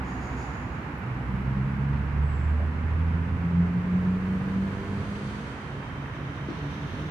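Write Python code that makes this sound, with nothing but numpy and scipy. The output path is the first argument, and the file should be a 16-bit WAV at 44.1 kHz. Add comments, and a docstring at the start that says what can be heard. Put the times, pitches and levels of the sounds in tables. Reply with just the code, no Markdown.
"""A city street heard from a pavement some way off, over steady traffic rumble and tyre roar.
Raspy bird chirps open it as a far engine dies away. One vehicle pulls away in one gear, its exhaust
harmonics booming through resonances; a thin whistle and two dull knocks fall meanwhile. A second engine
throbs in, the first rasps and swishes by, then the second gathers speed with a whine and rising hiss.
Dry ticks, a last knock and a gritty scuff come near the end. Noise is filtered, engines are harmonics."""
import sys
import numpy as np
from scipy import signal
from scipy.fft import rfft, irfft
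from scipy.io import wavfile

SR = 44100
rng = np.random.default_rng(int(sys.argv[2]) if len(sys.argv) > 2 else 0)


def file_out(sig):
    """Save sig as 16-bit WAV at sys.argv[1]."""
    # one column per channel
    cols = np.atleast_2d(sig).T
    # limit, then scale
    lim = np.clip(cols, -1, 1)
    pcm = np.round(lim * 32767).astype(np.int16)
    wavfile.write(sys.argv[1], SR, pcm)


N = 313110
TIME = np.arange(N) / SR
FREQS = np.fft.rfftfreq(N, 1 / SR)


def undb(db):
    """Decibels to gain."""
    return 10 ** (np.asarray(db) / 20)


def unit(x):
    """Scale to rms 1."""
    return x / np.sqrt(np.mean(x ** 2))


def curves(table):
    """Columns of a table, joined by straight lines in time."""
    s, *columns = np.transpose(table)
    return [np.interp(TIME, s, c) for c in columns]


def colour(points, hz=FREQS):
    """Gain of a spectrum at the given frequencies, in dB over log frequency."""
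    f, db = np.transpose(points)
    return undb(np.interp(np.log(hz + 1), np.log(f), db))


def walk(rate_hz):
    """Smooth random curve of rms 1 that changes at about this rate."""
    low_pass = 1 / (1 + (FREQS / rate_hz) ** 4)
    return unit(irfft(rfft(rng.standard_normal(N)) * low_pass, N))


def swell(start_s, end_s, db, rise_db_per_s=0, fall_db_per_s=0):
    """Gain that climbs to its level, holds from start to end and dies away."""
    below_db = rise_db_per_s * np.maximum(start_s - TIME, 0)
    past_db = fall_db_per_s * np.maximum(TIME - end_s, 0)
    return undb(db - below_db - past_db)


def pan(x, left_db):
    """Place a sound by its left minus right level."""
    return x * undb(np.array([[left_db], [-left_db]]) / 2)


def noise(points, alike_hz, gate=1):
    """Gated, then coloured stereo noise of rms 1; ports are alike well below alike_hz, unrelated above."""
    mid, side = rfft(gate * rng.standard_normal((2, N)))
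    alike = np.exp(-(FREQS / alike_hz) ** 2)
    both = np.sqrt(1 + alike) * mid + np.sqrt(1 - alike) * side * np.array([[1], [-1]])
    return unit(irfft(both * colour(points), N))


def street(x, t60_s, wet_db):
    """Direct sound plus diffuse echoes from house fronts and trees, as decaying noise."""
    tail = rng.standard_normal((2, SR)) * undb(-60 * TIME[:SR] / t60_s)
    tail /= np.sqrt(np.sum(tail ** 2, axis=1, keepdims=True))
    wet = signal.fftconvolve(x[None], tail, axes=1)[:, :N]
    return (x + undb(wet_db) * wet) / np.sqrt(1 + undb(2 * wet_db))


def turn(hz, jitter):
    """Firing phase of an engine whose speed is slightly unsteady."""
    return 2 * np.pi * np.cumsum(hz * (1 + jitter * walk(12.5))) / SR


def harmonic(phase, order, flutter, flutter_hz=9):
    """A line locked to the phase, steady part of rms 1; scattered paths make it flutter."""
    scatter = 1 + flutter * (walk(flutter_hz) + 1j * walk(flutter_hz))
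    return np.sqrt(2) * np.real(scatter * np.exp(1j * order * phase))


def engine(speed, orders, flutter):
    """An engine of rms 1: fluttering harmonics of its firing rate."""
    phase = turn(curves(speed)[0], jitter=0.01111)
    return unit(sum(undb(db) * harmonic(phase, k, flutter) for k, db in orders))


# spectra of far rumble, tyre roar, far engine's tyres: (frequency [Hz], level [dB])
RUMBLE_COLOUR = [(20, -30.5), (32, -35), (46, -6.5), (70, 1), (100, 1.5), (170, 0.5), (215, -4),
                 (260, -4.5), (340, -9.5), (480, -15.5), (700, -27.5), (1500, -55)]
ROAR_COLOUR = [(100, -21), (300, -9), (500, -4.5), (700, -5), (950, 0), (1300, -1.5), (1600, -2),
               (2200, -7), (2800, -13.5), (3400, -22), (5000, -30.5), (8000, -39), (11000, -57.5),
               (14000, -62)]
LEAVING_COLOUR = [(300, -16), (550, -8), (780, 4), (1100, -1.5), (2200, -8.5), (3200, -24.5), (4700, -30.5),
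                  (8000, -40), (14000, -49)]
# rumble: (time [s], level [dB])
RUMBLE_LEVEL = [(0, -36), (1.2, -36), (2.8, -39.5), (4.5, -34), (5.6, -39), (7.1, -35)]
# swell of the far engine's tyres: hold [s], level [dB], fall [dB/s]
LEAVING_SWELL = dict(start_s=0, end_s=0.17, db=-43, fall_db_per_s=7)


def traffic():
    """Many far engines merge to a rumble, tyres to a slowly ebbing roar further to the right."""
    rumble_db = curves(RUMBLE_LEVEL)[0] + 0.29 * walk(3.6)
    rumble = noise(RUMBLE_COLOUR, alike_hz=1490) * undb(rumble_db)
    roar_start_db, ebb_db_per_s = -41, 0.14
    roar_db = roar_start_db - ebb_db_per_s * TIME + 0.44 * walk(26.0)
    roar = noise(ROAR_COLOUR, alike_hz=920) * undb(roar_db)
    leaving = noise(LEAVING_COLOUR, alike_hz=900) * swell(**LEAVING_SWELL)
    return pan(rumble, left_db=-2.05) + pan(roar + leaving, left_db=-3.5)


# far engine, slowing: (time [s], firing rate [Hz])
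DRONE_SPEED = [(0, 64.3), (.8, 60.8)]
# its harmonics: (multiple of firing rate, relative level [dB])
DRONE_ORDERS = [(1, 0.5), (2, -9), (3, -12), (4, -5), (5, -14), (6, -15.5)]
# its swell: hold [s], level [dB], fall [dB/s]
DRONE_SWELL = dict(start_s=0, end_s=0.22, db=-36.5, fall_db_per_s=14)


def far_engine():
    """Strongly fluttering harmonics of a slowing engine die away."""
    return engine(DRONE_SPEED, DRONE_ORDERS, flutter=0.97) * swell(**DRONE_SWELL)


def arch(s, length_s):
    """Rounded envelope of one bird note."""
    return np.sqrt(np.maximum(0, 1 - (2 * (TIME - s) / length_s - 1) ** 2))


# raspy chirps: (time [s], length [s], level [dB])
CHIRPS = [(0.04, 0.11, -57), (0.205, 0.075, -55), (0.29, 0.055, -61), (0.363, 0.086, -53)]
# chirp spectrum: (frequency [Hz], level [dB])
CHIRP_COLOUR = [(2500, -21), (4000, -11), (4950, -3), (5300, -14), (5650, -3), (6000, -16), (6650, 3),
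                (7080, -3.5), (7400, -22), (8300, -19), (9000, -23), (10800, -21), (14000, -44)]
# thin whistle: (time [s], pitch [Hz])
WHISTLE = [(2.22, 7800), (2.309, 7800), (2.42, 7200)]


def birds():
    """Chirps of gated noise and a falling sine whistle, blurred by the trees."""
    gate = sum(undb(db) * arch(s, length_s) for s, length_s, db in CHIRPS)
    chirps = street(noise(CHIRP_COLOUR, alike_hz=900)[0] * gate, t60_s=1.5, wet_db=5.5)
    start_s, end_s = WHISTLE[0][0], WHISTLE[-1][0]
    hz = curves(WHISTLE)[0] * (1 + 0.013 * walk(220))
    tone = np.sqrt(2) * np.sin(2 * np.pi * np.cumsum(hz) / SR)
    whistle = undb(-66.5) * arch(start_s, end_s - start_s) * tone
    return pan(chirps, left_db=-1.5) + pan(street(whistle, t60_s=1.3, wet_db=7), left_db=-0.5)


# dull knocks: (time [s], ring frequency [Hz], t60 [s], level [dB])
KNOCKS = [(2.593, 615, .1, -35.5), (2.618, 640, .14, -39), (6.486, 312, .1, -20.5)]
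# panel modes: (multiple of ring frequency, relative level [dB])
KNOCK_MODES = [(.55, -13.5), (.8, -9.5), (.93, 0), (1.06, -0.5), (1.23, -9.5), (1.4, -16.5)]


def knocks():
    """Far, dull blows such as a car door: a soft contact rings a few low panel modes."""
    out = np.zeros(N)
    contact_s = 0.0038
    for s, hz, t60_s, db in KNOCKS:
        age = np.maximum(TIME - s, 0)
        ring = sum(undb(mode_db) * np.sin(2 * np.pi * hz * ratio * age) for ratio, mode_db in KNOCK_MODES)
        out += ring * (1 - np.exp(-age / contact_s)) * undb(db - 60 * age / t60_s)
    return street(out, t60_s=0.3, wet_db=-8.5)


# small sharp ticks: (time [s], pitch [Hz], t60 [s], level [dB])
TICKS = [(.981, 14000, .1, -63), (6.057, 1900, .04, -38.5), (6.080, 1600, .05, -43),
         (6.129, 1900, .05, -44), (6.5, 4300, .05, -52)]
# tick spectrum: (multiple of pitch, level [dB])
TICK_COLOUR = [(.3, -28), (.65, -6), (1, 0), (1.4, -7), (2.5, -40)]


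def ticks():
    """Short dry noise bursts, as of a twig or leaf on the paving."""
    out = 0
    attack_s = .0015
    for s, hz, t60_s, db in TICKS:
        burst = noise([(hz * ratio, level_db) for ratio, level_db in TICK_COLOUR], alike_hz=9000)
        attack = np.clip((TIME - s) / attack_s, 0, 1)
        out = out + burst * attack * undb(db - 60 * abs(TIME - s) / t60_s)
    return out


def whine():
    """A thin, unsteady belt whine of rms 1 at one port."""
    hz = 3115 * (1 + .012 * walk(300) + .003 * walk(3))
    return unit(harmonic(2 * np.pi * np.cumsum(hz) / SR, order=1, flutter=0.26))


# spectra of first vehicle's tyres and air, second's tyres, gritty scuff: (frequency [Hz], level [dB])
PASS_COLOUR = [(1500, -13.5), (3000, 5.5), (3900, 1.5), (4650, 1), (5300, -6.5), (6100, -3), (6700, -6.5),
               (7400, -10), (8500, -8.5), (9100, -14), (9800, -10.5), (11000, -24), (14000, -31)]
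NEAR_COLOUR = [(1500, -7), (2700, 5), (3200, 5.5), (3450, 3.5), (3750, 5.5), (4200, -5), (4650, -7),
               (5300, -6), (6100, -3.5), (7400, -19.5), (8200, -16.5), (9700, -17), (11000, -30.5),
               (14000, -28.5)]
SCUFF_COLOUR = [(2000, -3), (3300, 0), (3700, -1), (4000, -10), (4270, 5), (4700, -12), (5500, -7),
                (6100, -7), (7200, -22), (14000, -35)]
# swells of these and of the belt whine: hold [s], level [dB], rise and fall [dB/s]
PASS_SWELL = dict(start_s=5.29, end_s=5.32, db=-53, rise_db_per_s=9, fall_db_per_s=18)
NEAR_SWELL = dict(start_s=7.46, end_s=7.1, db=-48, rise_db_per_s=7.5)
SCUFF_SWELL = dict(start_s=6.48, end_s=6.7, db=-57.5, rise_db_per_s=300, fall_db_per_s=14)
WHINE_SWELL = dict(start_s=5.9, end_s=6.3, db=-59.5, rise_db_per_s=5.5, fall_db_per_s=6)


def hiss():
    """Tyre noise: the first vehicle swishes by; the second nears with a belt whine and a sudden scuff."""
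    passing = noise(PASS_COLOUR, alike_hz=900) * swell(**PASS_SWELL) * undb(0.4 * walk(11))
    nearing = noise(NEAR_COLOUR, alike_hz=900) * swell(**NEAR_SWELL) * undb(walk(18))
    scuff = noise(SCUFF_COLOUR, alike_hz=900) * swell(**SCUFF_SWELL) * undb(2.5 * walk(35))
    belt = np.array([whine(), whine()]) * swell(**WHINE_SWELL)
    return pan(passing + nearing + scuff + belt, left_db=-2.5)


# coasting, then gathering speed: (time [s], firing rate [Hz], level [dB], throb rate [Hz])
SECOND_SPEED = [(3.3, 72.75, -50, 3.7), (4.2, 71.1, -43.5, 3.7), (5.3, 68.46, -46, 3.71),
                (6.1, 69, -39.5, 4.1), (6.5, 70.35, -36.5, 5.15), (7.1, 75.7, -37, 5.6)]
# its harmonics: (multiple of firing rate, relative level [dB])
SECOND_ORDERS = [(1, -9.5), (2, 2), (3, -25.5), (4, -7), (5, -24.5), (6, -16), (7, -23), (9, -21)]


def second_engine():
    """The second engine's harmonics throb, faster as it gathers speed."""
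    _, db, throb_hz = curves(SECOND_SPEED)
    crest_s, depth = 6.01, .55
    cycles = np.cumsum(throb_hz) / SR
    from_crest = cycles - np.interp(crest_s, TIME, cycles)
    throb = 1 + depth * np.cos(2 * np.pi * from_crest)
    return engine(SECOND_SPEED, SECOND_ORDERS, flutter=0.22) * throb * undb(db)


# exhaust and street resonances: (centre [Hz], width [Hz], peak gain [dB])
BOOM_MODES = [(64.9, 4.3, -34.5), (70.3, 2.3, -33.5), (73, 1.5, -27), (76.3, 2.9, -24.5), (81.5, 3.33, -25),
              (84.35, 0.71, -32), (87.16, 1.2, -30), (92.5, 4.6, -35.5), (99.3, 3, -39),
              (126.5, 7.5, -36.5), (133.2, 4.7, -30), (138.9, 3.8, -30), (145.3, 4.1, -34.5),
              (163.5, 5.3, -34), (171.6, 1.8, -31), (174.14, 2.4, -22), (177.6, 1.5, -28.5),
              (181.2, 2.2, -23.5), (184, 2.2, -28), (187.9, 2.8, -30), (192.46, 3.27, -27),
              (198.7, 1.3, -35), (203.6, 7, -38.5), (210.1, 4, -38.5), (252.4, 18, -44.5)]


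def resonance(hz):
    """Summed gain of the booming resonances for a line at this frequency."""
    return sum(undb(db) / (1 + (2 * (hz - centre) / width) ** 2) for centre, width, db in BOOM_MODES)


# first vehicle: (time [s], firing rate [Hz])
SPEED = [(1.0, 61.5), (1.6, 66.3), (2.8, 79.1), (4.0, 91.1), (5.5, 104.2)]
# spectra of exhaust rasp and load shudder: (frequency [Hz], level [dB])
RASP_COLOUR = [(150, -5.5), (260, -1.5), (300, -10.5), (345, -8.5), (385, 2), (420, -3), (465, -0.5),
               (560, -14.5), (800, -9)]
SHUDDER_COLOUR = [(15, -27), (32, -12), (46, 5), (60, 1.5), (120, 9.5), (180, 3.5), (260, -1.5),
                  (600, -53.5)]
# swells: hold [s], level [dB], rise and fall [dB/s]; throttle scales the whole boom
THROTTLE = dict(start_s=1.12, end_s=5.38, db=0, rise_db_per_s=70, fall_db_per_s=45)
THIRD_SWELL = dict(start_s=1.52, end_s=3.25, db=1.2, rise_db_per_s=55, fall_db_per_s=30)
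FOURTH_SWELL = dict(start_s=1.6, end_s=1.64, db=-46.5, rise_db_per_s=70, fall_db_per_s=30)
SHUDDER_SWELL = dict(start_s=1.3, end_s=3.26, db=-35.5, rise_db_per_s=65, fall_db_per_s=5.5)
# rasp coming into the open, and its fade: the two gains multiply
RASP_SWELL = dict(start_s=4.83, end_s=4.94, db=-44, rise_db_per_s=4.5, fall_db_per_s=4.5)
RASP_FADE = dict(start_s=1.4, end_s=5.53, db=1, rise_db_per_s=72, fall_db_per_s=6)


def accelerating():
    """Exhaust harmonics boom across resonances, half orders rasp, gas puffs shudder with each firing."""
    hz = curves(SPEED)[0]
    phase = turn(hz, jitter=.002)
    first, second, third = (
        resonance(k * hz) * harmonic(phase, k, flutter=.09, flutter_hz=14) for k in (1, 2, 3))
    fourth = harmonic(phase, 4, flutter=0.57) * swell(**FOURTH_SWELL)
    boom = first + second + third * swell(**THIRD_SWELL) + fourth

    half_db = -1.5  # unequal cylinders sound between the firing harmonics
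    rasp = 0
    for k in np.arange(5, 15) / 2:
        # the higher the order, the rougher and wider its line
        line = unit(harmonic(phase, k, flutter=.12 * k, flutter_hz=3 * k))
        rasp = rasp + undb(half_db * (2 * k % 2)) * colour(RASP_COLOUR, k * hz) * line
    rasp = unit(rasp) * swell(**RASP_FADE) * swell(**RASP_SWELL)

    puffs = 1 + .7 * np.sin(phase)
    shudder = noise(SHUDDER_COLOUR, alike_hz=1500, gate=puffs) * swell(**SHUDDER_SWELL)
    return swell(**THROTTLE) * boom + rasp + pan(shudder, left_db=-4.5)


def scene():
    """Everything that reaches the pavement."""
    background = traffic() + far_engine() + birds() + knocks() + ticks()
    return background + hiss() + second_engine() + accelerating()


# balance of the two ports: (frequency [Hz], left minus right [dB])
PORTS = [(40, -2.8), (80, -2.4), (150, -.3), (1500, -.3), (2600, 1), (4500, 3.3), (13000, 3.3)]


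def record(dry):
    """The left port is thinner in the bass and brighter on top; the highest treble is cut."""
    lean = np.sqrt(colour(PORTS))
    top_hz = 14250
    low_pass = 1 / (1 + (FREQS / top_hz) ** 400)
    return irfft(rfft(dry) * np.array([lean, 1 / lean]) * low_pass, N)


dry = scene()
out = record(dry)
file_out(out)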